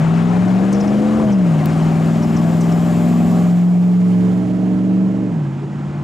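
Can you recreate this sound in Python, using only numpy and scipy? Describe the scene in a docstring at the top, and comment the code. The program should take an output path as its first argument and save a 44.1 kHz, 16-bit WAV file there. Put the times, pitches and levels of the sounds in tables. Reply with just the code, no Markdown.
"""V8 at a busy road junction

A V8 with a boomy exhaust accelerates, shifts up, pulls on and shifts up again, heard on two microphone ports.
Overtones of its eight-cylinder cycle make the firing note, a burble from the uneven banks and a pipe rasp.
Banded noise makes the rushing gas and the traffic's rumble, roar and hiss, first to the left, then to the right.
Thin chirps of falling pitch and one sharp tick cut through; level and peaks are held down at the microphone."""
import sys
import numpy as np
from scipy import signal
from scipy.fft import rfft, irfft, next_fast_len
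from scipy.io import wavfile
from scipy.ndimage import uniform_filter1d, minimum_filter1d

SR = 44100
rng = np.random.default_rng(int(sys.argv[2]) if len(sys.argv) > 2 else 0)


def to_wav(s):
    """Save 16-bit WAV."""
    ch = np.atleast_2d(s).T  # columns
    pcm = np.round(np.clip(ch, -1, 1) * 32767)  # PCM
    wavfile.write(sys.argv[1], SR, pcm.astype(np.int16))


N = 265923
TIME_S = np.arange(N) / SR

# exhaust boom, the firing note: [t/s, level/dB]
BOOM_LEVEL = [(0, -14), (.5, -13), (.8, -15), (1.25, -14), (1.43, -9), (1.57, -16), (1.98, -13.5),
              (2.24, -19), (2.45, -14.5), (3.28, -14.5), (3.8, -6.5), (4.2, -12.5), (4.47, -18),
              (4.65, -16), (5.02, -14), (5.29, -22.5), (5.38, -16.5), (5.5, -23), (6.03, -25)]
# engine speed, rising evenly in each gear: [engaged t/s, firing rate f/Hz, released t/s, firing rate f/Hz]
GEARS = [(0.0, 159.0, 1.21, 221.5), (1.54, 158.6, 5.26, 191.0), (5.44, 141.5, 6.1, 145.5)]
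# rushing gas against the exhaust strength, one value per gear: [level/dB]
GEAR_GAS_DB = [4.5, -11.5, 2.5]
# strength of the exhaust, which drives burble, rasp and gas: [t/s, level/dB]
EXHAUST_STRENGTH = [(0, -31.5), (.7, -28.5), (1.22, -28), (1.5, -28.5), (2.0, -28.5), (2.35, -28),
                    (3.35, -28), (3.7, -30), (4.15, -30), (5.25, -29.5), (5.55, -37.5), (6.03, -37)]
# multiples of the eight-cylinder cycle that the uneven banks stress: [multiple, level/dB]
STRONG_ORDERS = [(5, 0), (10, -3.5), (11, 6), (13, 2.5), (19, 1.5)]
# the weaker multiples, before a common trim: [multiple, level/dB]
WEAK_ORDERS = [(4, -10.5), (6, -6), (7, -6), (9, -5.5), (12, -18), (14, -5.5), (15, -7.5), (16, -4),
               (17, -11), (18, -2.5), (20, -12), (21, -5), (22, -10)]
# single overtones of the burble that swell and fade: [centre t/s, half-width t/s, multiple, rise level/dB]
OVERTONE_SWELLS = [(0.144, 0.26, 19, 6), (0.253, 0.18, 11, 6.5), (.3, 0.27, 5, 4.5), (1.02, 0.44, 19, 7),
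                   (1.55, 0.35, 14, 9), (2.4, 0.56, 14, 7.5), (2.345, 0.26, 11, 2.5), (2.4, 0.39, 10, 8),
                   (3.205, .22, 11, 5.5), (3.264, 0.2, 10, 13.5), (4.16, 0.18, 5, 4.5),
                   (4.191, .2, 19, 6.5), (4.863, 0.32, 13, 4.5)]
# silencer resonances, through which the burble slides: [f/Hz, level/dB]
SILENCER = [(88, -12), (107, -3.5), (114, 0.5), (150, -1.5), (200, -1), (237, -1), (247, -9.5), (256, -3),
            (273, -7.5), (300, -0.5), (325, -4), (345, -5.5), (420, -9.5), (480, -10.5)]
# tailpipe resonances, which colour the rasp: [f/Hz, level/dB]
TAILPIPE = [(400, -16.5), (520, -2), (555, -7), (600, 4), (670, -2.5), (760, -0.5), (930, -16),
            (1150, -6.5), (1500, -26)]
# colour of the rushing gas: [f/Hz, density level/dB per Hz]
GAS_COLOUR = [(40, -37), (90, -31), (150, 3), (200, -0.5), (300, -4.5), (450, -13), (700, -16), (1500, -40)]

# sharp tick: [t/s, crackle level/dB, fall by 60 dB t/s]
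TICKS = [(1.6583, -23, .008)]
# thin scratchy chirps: [t/s, level/dB, starting pitch f/Hz, length t/s, before the lingering tail]
CHIRPS = [(0.286, -48, 5800, 0.019), (0.48, -50, 5800, .014), (0.724, -36.5, 7320, 0.016),
          (0.736, -44, 6130, 0.024), (0.801, -38, 5750, 0.02), (0.872, -41.5, 5800, 0.013),
          (1.315, -42.5, 5980, 0.027), (2.22, -44, 5940, 0.032), (2.362, -40, 5900, 0.017),
          (2.603, -40.5, 7000, 0.023), (2.718, -41, 5650, 0.012)]

# passing vehicles, half gain one approach before and one departure after the nearest point:
# [nearest t/s, approach t/s, departure t/s, tyre level/dB, rumble level/dB, brightness level/dB per tyre layer]
PASSES = [(0.0, .8, 0.61, -42, -37.5, -2.5), (0.95, 0.86, .55, -43, -42.5, 0.3),
          (1.75, 0.49, 1, -43.5, -40, -0.2), (3.12, 1.56, 0.88, -43, -42.5, 2.3),
          (4.05, .25, 0.4, -53, -53, 3.5), (6.15, .3, .5, -60, -42.5, -7.5)]
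# two bands of bright hiss from the close pass: [centre f/Hz, width f/Hz, level/dB]
CLOSE_HISS_BANDS = [(7400, 900, -0.5), (13000, 2000, -5.5)]
# position across the road: [t/s, left minus right level/dB]
SIDE_OF_ROAD = [(0, 7), (.6, 7), (1.3, 4), (3.0, 3.5), (3.65, -1.5), (4.1, -8.5), (5.0, -6.5), (6.03, 0)]
# balance of the tyre layers roar, rush, hiss, spray: [level/dB]
TYRE_LAYERS_DB = [6, -0.5, -5.5, -15.5]
# steady distant traffic: rumble, roar, rush, hiss, spray, before each layer's trim: [level/dB]
DISTANT_DB = [-54.5, -44, -53, -58.5, -81.5]
# colours of the traffic layers: [f/Hz, density level/dB per Hz]
RUMBLE_COLOUR = [(20, -11), (45, -7.5), (65, 5), (95, 1), (160, -8.5), (400, -35)]
ROAR_COLOUR = [(200, -7.5), (450, -1.5), (750, 4.5), (1000, 1.5), (1220, -1), (1450, -3), (1900, -12.5),
               (2600, -22)]
RUSH_COLOUR = [(1300, -5.5), (1750, 1.5), (2250, 2.5), (2600, -1), (3000, -1), (3400, -6.5), (4500, -12)]
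HISS_COLOUR = [(3200, -0.5), (4000, -1.5), (5000, 2), (6100, 0), (6700, 3), (7400, -1), (8300, -2),
               (10000, -19), (12000, -23.5)]
SPRAY_COLOUR = [(7000, -14.5), (9500, 5), (11300, 0), (13000, -2.5), (14500, -8.5), (16000, -16.5)]

# likeness of left and right in the noise: [f/Hz, share 0-1]
LIKENESS = [(60, 1), (300, 0.97), (700, 1), (1400, 1), (3000, 0.9), (7000, 1), (15000, 0.2)]
# phase between the two microphone ports: [f/Hz, lead of the left/rad]
PORT_PHASE = [(40, -.1), (110, 0.43), (180, -0.42), (700, -0.56), (1500, -0.96), (3500, -0.26), (8000, 0)]

BOOM_LEAN_DB = 0.96  # the low note is offset to the left
# the flywheel rounds each shift; just after a gear bites the speed sags by a share
FLYWHEEL_S, SAG_SHARE, SAG_S, SAG_AFTER_S = 0.1, 0.0345, 0.0697, 0.06
# a puff of gas follows each release
PUFF_DB, PUFF_AFTER_S, PUFF_S = 8, 0.04, 0.07
# rasp level at the exhaust's usual strength, and the factor by which it follows that strength
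RASP_DB, EXHAUST_USUAL_DB, RASP_FOLLOWS = -30.5, -29, 1.5
# rasp tilt above the main resonance (dB per octave), steepening as the V8 draws away (dB per octave per s)
PIPE_MAIN_HZ, RASP_TILT_DB, RASP_DULLING_DB = 565, -3.5, 12
# the V8 draws away from this moment, its rasp fading in dB per s
AWAY_S, RASP_FADE_DB = 3.31, 3
CHIRP_TARGET_HZ = 4900  # each glide stops short of this pitch
# close pass: row of PASSES, hiss level at its nearest, power of the nearness that it follows
CLOSE_PASS, CLOSE_HISS_DB, CLOSE_FOCUS = 3, -50, 2.0
AGC_CEILING_DB, AGC_WINDOW_S = -12, 0.027  # rms ceiling and averaging time
LIMIT_DB, LIMIT_HOLD_S = -5.5, 0.0058
CUTOFF_HZ = 15700


def engine():
    """Firing note, burble, rasp and rushing gas; the higher parts lean further to the side of the road."""
    firing_hz, gas_db, puff = gearbox()
    exhaust_db, = in_time(EXHAUST_STRENGTH)
    pan_db, = in_time(SIDE_OF_ROAD)
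    firing_angle = 2 * np.pi * np.cumsum(firing_hz) / SR
    cycle = firing_angle / 8  # eight firings to a cycle
    away_s = np.maximum(TIME_S - AWAY_S, 0)
    rasp_db = RASP_DB + RASP_FOLLOWS * (exhaust_db - EXHAUST_USUAL_DB) - RASP_FADE_DB * away_s

    boom = from_db(in_time(BOOM_LEVEL)[0]) * engine_line(firing_angle, waver=0.098)
    lumps = from_db(exhaust_db + 0.42) * burble(
        cycle, firing_hz, scatter=1.0, weak_scatter=1.0, strong_waver=0.09, weak_waver=0.32, weak_db=1.17)
    pipe = from_db(rasp_db) * rasp(cycle, firing_hz, away_s, bank_db=2.5, uneven_db=3.5, waver=0.88)
    gas = from_db(exhaust_db + gas_db + PUFF_DB * puff) * banded_noise(GAS_COLOUR, flutter_db=5.5)

    low = panned(boom, 0.23 * pan_db + BOOM_LEAN_DB)
    return low + panned(lumps + gas, 0.5 * pan_db) + panned(pipe, 1.05 * pan_db)


def gearbox():
    """Firing rate, level of rushing gas and puffs: speed climbs in gear, drops at a shift, sags as it bites."""
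    knots = []
    for (on, on_hz, off, off_hz), db in zip(GEARS, GEAR_GAS_DB):
        knots += [(on, on_hz, db), (off, off_hz, db)]
    hz, gas_db = in_time(knots)
    rounded_hz = uniform_filter1d(hz, int(FLYWHEEL_S * SR), mode="nearest")
    sag = sum(swell(gear[0] + SAG_AFTER_S, SAG_S) for gear in GEARS[1:])
    puff = sum(swell(gear[2] + PUFF_AFTER_S, PUFF_S) for gear in GEARS[:-1])
    return rounded_hz * (1 - SAG_SHARE * sag), gas_db, puff


def burble(cycle, firing_hz, scatter, weak_scatter, strong_waver, weak_waver, weak_db):
    """One weak beat a cycle puts lines between the firing harmonics; the silencer colours them."""
    def line(multiple, db, offset, waver):
        """One overtone sliding through the silencer, with its swells."""
        k = round(multiple)
        hz = k * firing_hz / 8
        swell_db = sum(rise_db * swell(s, width)
                       for s, width, which, rise_db in OVERTONE_SWELLS if round(which) == k)
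        return from_db(db + at_hz(SILENCER, hz) + swell_db) * engine_line(k * cycle + offset, waver)

    # high multiples wander most
    strong = sum(line(k, db, scatter * drift(0.33), strong_waver + (k / 29) ** 3)
                 for k, db in STRONG_ORDERS)
    weak = sum(line(k, db + weak_db, weak_scatter * drift(0.32), weak_waver) for k, db in WEAK_ORDERS)
    return -strong - weak  # roughly opposed to the firing note


def rasp(cycle, firing_hz, away_s, bank_db, uneven_db, waver):
    """High multiples slide through the tailpipe's resonances, the banks stressing some; about rms 1."""
    tilt = RASP_TILT_DB - RASP_DULLING_DB * away_s
    out, power = 0, 0
    for multiple in range(23, 62):
        stressed = multiple % 8 in (3, 5)  # three off a firing harmonic
        hz = multiple * firing_hz / 8
        edge_db = tilt * np.log2(np.maximum(hz / PIPE_MAIN_HZ, 1))
        gain = from_db(at_hz(TAILPIPE, hz) + edge_db + bank_db * stressed + uneven_db * drift(2.1))
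        out = out + gain * engine_line(multiple * cycle + rng.uniform(0, 2 * np.pi), waver)
        power = power + gain ** 2
    return out / np.sqrt(power)


def engine_line(angle, waver):
    """One multiple of the engine cycle, about rms 1; no two cycles burn quite alike."""
    in_step = (1 + waver * drift(9.0)) * np.cos(angle)
    out_of_step = waver * drift(6.8) * np.sin(angle)
    return np.sqrt(2 / (1 + 2 * waver ** 2)) * (in_step + out_of_step)


def ticks(snap_hz, snap_db, ring_hz, ring_db, pan_db):
    """A tiny hard contact: one quick snap with a crackle and a very high ring, gone in milliseconds."""
    out, t = np.zeros(N), np.arange(SR // 20) / SR
    for s, db, t60 in TICKS:
        snap = from_db(snap_db) * np.sin(2 * np.pi * snap_hz * t) * np.exp(-snap_hz * t)
        treble = signal.butter(1, 2500, "high", fs=SR, output="sos")
        crackle = signal.sosfilt(treble, rng.standard_normal(len(t)))
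        ring = from_db(ring_db) * np.sin(2 * np.pi * ring_hz * t)
        at = int(s * SR)
        out[at:at + len(t)] += from_db(db - 60 * t / t60) * (snap + crackle + ring)
    return panned(out, pan_db)


def chirps(linger, pan_db):
    """Each chirp is a short, scratchy whistle that clears as it falls and lingers on its last pitch."""
    out, rough = np.zeros(N), 0.72
    for s, db, start_hz, length in CHIRPS:
        u = np.arange(int(3 * length * SR)) / (length * SR)  # 1 at the nominal length
        scratch = rms_one(uniform_filter1d(rng.standard_normal(SR), size=14))[:len(u)]
        glide = np.maximum(1 - u ** 2, 0.3)
        hz = CHIRP_TARGET_HZ + (start_hz - CHIRP_TARGET_HZ) * glide * (1 + rough * scratch)
        envelope = np.sin(np.pi * np.minimum(u, 1)) + linger * u * np.exp(-u)
        whistle = np.sqrt(2) * np.sin(2 * np.pi * np.cumsum(hz) / SR)
        at = int(s * SR)
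        out[at:at + len(u)] += from_db(db) * envelope * whistle
    return panned(out, pan_db)


def close_pass(pan_share, spread):
    """A close pass adds a smooth, bright hiss in two narrow bands that follows its nearness."""
    out = 0
    for hz, width, db in CLOSE_HISS_BANDS:
        band = signal.butter(2, [hz - width / 2, hz + width / 2], "band", fs=SR, output="sos")
        mid, side = signal.sosfilt(band, rng.standard_normal((2, N)))
        out = out + from_db(db) * rms_one(mid + spread * side * [[1], [-1]])
    s, approach, departure, *_ = PASSES[CLOSE_PASS]
    gain = from_db(CLOSE_HISS_DB) * nearness(s, approach, departure) ** CLOSE_FOCUS
    return panned(gain * out, pan_share * in_time(SIDE_OF_ROAD)[0])


def traffic():
    """Bodies rumble, tyres roar and rush, and the nearest treads add a bright hiss: noise in five layers."""
    rumble_db, roar_db, rush_db, hiss_db, spray_db = traffic_levels()
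    pan_db, = in_time(SIDE_OF_ROAD)
    smooth_db = 0.55
    grip = from_db(smooth_db * drift(23))  # the uneven road shakes all the tyre noise together
    rumble = from_db(rumble_db + 4.5) * banded_noise(RUMBLE_COLOUR, flutter_db=3.5)
    roar = from_db(roar_db + 4.0) * banded_noise(ROAR_COLOUR, flutter_db=1.5)
    rush = from_db(rush_db + 2.0) * banded_noise(RUSH_COLOUR, flutter_db=1.53)
    hiss = from_db(hiss_db) * banded_noise(HISS_COLOUR, smooth_db)
    spray = from_db(spray_db + 0.5) * banded_noise(SPRAY_COLOUR, smooth_db)
    tyres = panned(roar + spray, 1.28 * pan_db) + panned(rush + hiss, 0.59 * pan_db)
    return panned(rumble, 0.25 * pan_db) + grip * tyres


def traffic_levels():
    """Layer levels in dB: the passing vehicles add their power to the distant traffic."""
    power = from_db(DISTANT_DB)[:, None] ** 2
    layer = np.arange(len(TYRE_LAYERS_DB)) - 1.5  # from dull to bright
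    for s, approach, departure, tyre_db, rumble_db, bright_db in PASSES:
        tyres_db = tyre_db + np.array(TYRE_LAYERS_DB) + bright_db * layer
        gain = np.outer(from_db([rumble_db, *tyres_db]), nearness(s, approach, departure))
        power = power + gain ** 2
    return 10 * np.log10(power)


def nearness(s, approach, departure):
    """Gain of a passing vehicle, 1 at its nearest."""
    dt = TIME_S - s
    return 1 / (1 + (dt / np.where(dt < 0, approach, departure)) ** 2)


def banded_noise(colour, flutter_db):
    """Stereo noise in adjoining bands, each fluttering on its own; rms 1."""
    low, high = colour[0][0], min(colour[-1][0], 0.45 * SR)
    edges = np.geomspace(low, high, num=len(colour) + 5)
    white, out = rng.standard_normal((2, 2, N)), 0
    for k, band in enumerate(zip(edges, edges[1:])):
        band_filter = signal.butter(2, band, "band", fs=SR, output="sos")
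        mid, side = signal.sosfilt(band_filter, white[k % 2])  # neighbours use separate noise
        hz = np.sqrt(band[0] * band[1])
        alike = np.clip(at_hz(LIKENESS, hz), 0, 1)
        gain = from_db(at_hz(colour, hz) + flutter_db * drift(14.7))
        out = out + gain * (np.sqrt(1 + alike) * mid + np.sqrt(1 - alike) * side * [[1], [-1]])
    return rms_one(out)


def drift(rate):
    """Slow chance with spread 1: noise smoothed to wander at about rate (Hz) and below."""
    step = 100  # samples between the random values
    r = np.exp(-2 * np.pi * rate * step / SR)
    noise = rng.standard_normal(N // step + 1002)
    slow = signal.lfilter([1], [1, -2 * r, r * r], noise)[1000:]  # drop the run-in
    return np.interp(np.arange(N) / step, np.arange(len(slow)), rms_one(slow))


def swell(s, width):
    """A smooth bump of height 1 around a moment."""
    return np.exp(-((TIME_S - s) / width) ** 2)


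def panned(x, pan_db):
    """Share a sound between left and right at constant power."""
    return x * from_db(np.array([[1], [-1]]) * pan_db / 2) / np.sqrt(np.cosh(pan_db * np.log(10) / 20))


def in_time(rows):
    """Each column of a curve at every sample."""
    s, *columns = np.transpose(rows)
    return [np.interp(TIME_S, s, c) for c in columns]


def at_hz(points, hz):
    """Read a spectrum on a log-frequency axis."""
    point_hz, value = np.array(points).T
    return np.interp(np.log(hz), np.log(point_hz), value)


def from_db(db):
    """Decibels to gain."""
    return 10 ** (np.asarray(db) / 20)


def rms_one(x):
    """Scale to unit rms."""
    return x / np.sqrt(np.mean(x ** 2) + 1e-20)


def gain_control(x):
    """When the exhaust booms over the ceiling, the gain sinks and the whole street ducks with it."""
    window = int(AGC_WINDOW_S * SR)
    level = np.sqrt(np.abs(uniform_filter1d(np.mean(x ** 2, axis=0), window)) + 1e-12)
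    return x * uniform_filter1d(np.minimum(1, from_db(AGC_CEILING_DB) / level), window)


def limiter(x):
    """The gain dips around every peak that passes the ceiling, and the hiss dips with it."""
    needed = np.minimum(1, from_db(LIMIT_DB) / (np.abs(x).max(axis=0) + 1e-9))
    hold = max(1, int(LIMIT_HOLD_S * SR))
    return x * uniform_filter1d(minimum_filter1d(needed, hold), hold)


def scene():
    """Everything at the junction, in the open air."""
    tick = ticks(snap_hz=4800, snap_db=8.0, ring_hz=14200, ring_db=0.0, pan_db=0.5)
    foreground = engine() + tick + chirps(linger=0.78, pan_db=2.5)
    return foreground + close_pass(pan_share=0.15, spread=0.35) + traffic()


def record(dry):
    """The two ports are slightly out of phase, level and peaks are held down, and the top is cut steeply."""
    size = next_fast_len(N + SR // 4)
    hz = np.maximum(np.arange(size // 2 + 1) * SR / size, 1)
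    turn = np.exp(0.5j * at_hz(PORT_PHASE, hz) * np.array([[1], [-1]]))
    ports = irfft(rfft(dry, size) * turn, size)[:, :N]
    held = limiter(gain_control(ports))
    return signal.sosfilt(signal.ellip(10, 0.1, 90, CUTOFF_HZ, fs=SR, output="sos"), held)


dry = scene()
out = record(dry)
to_wav(out)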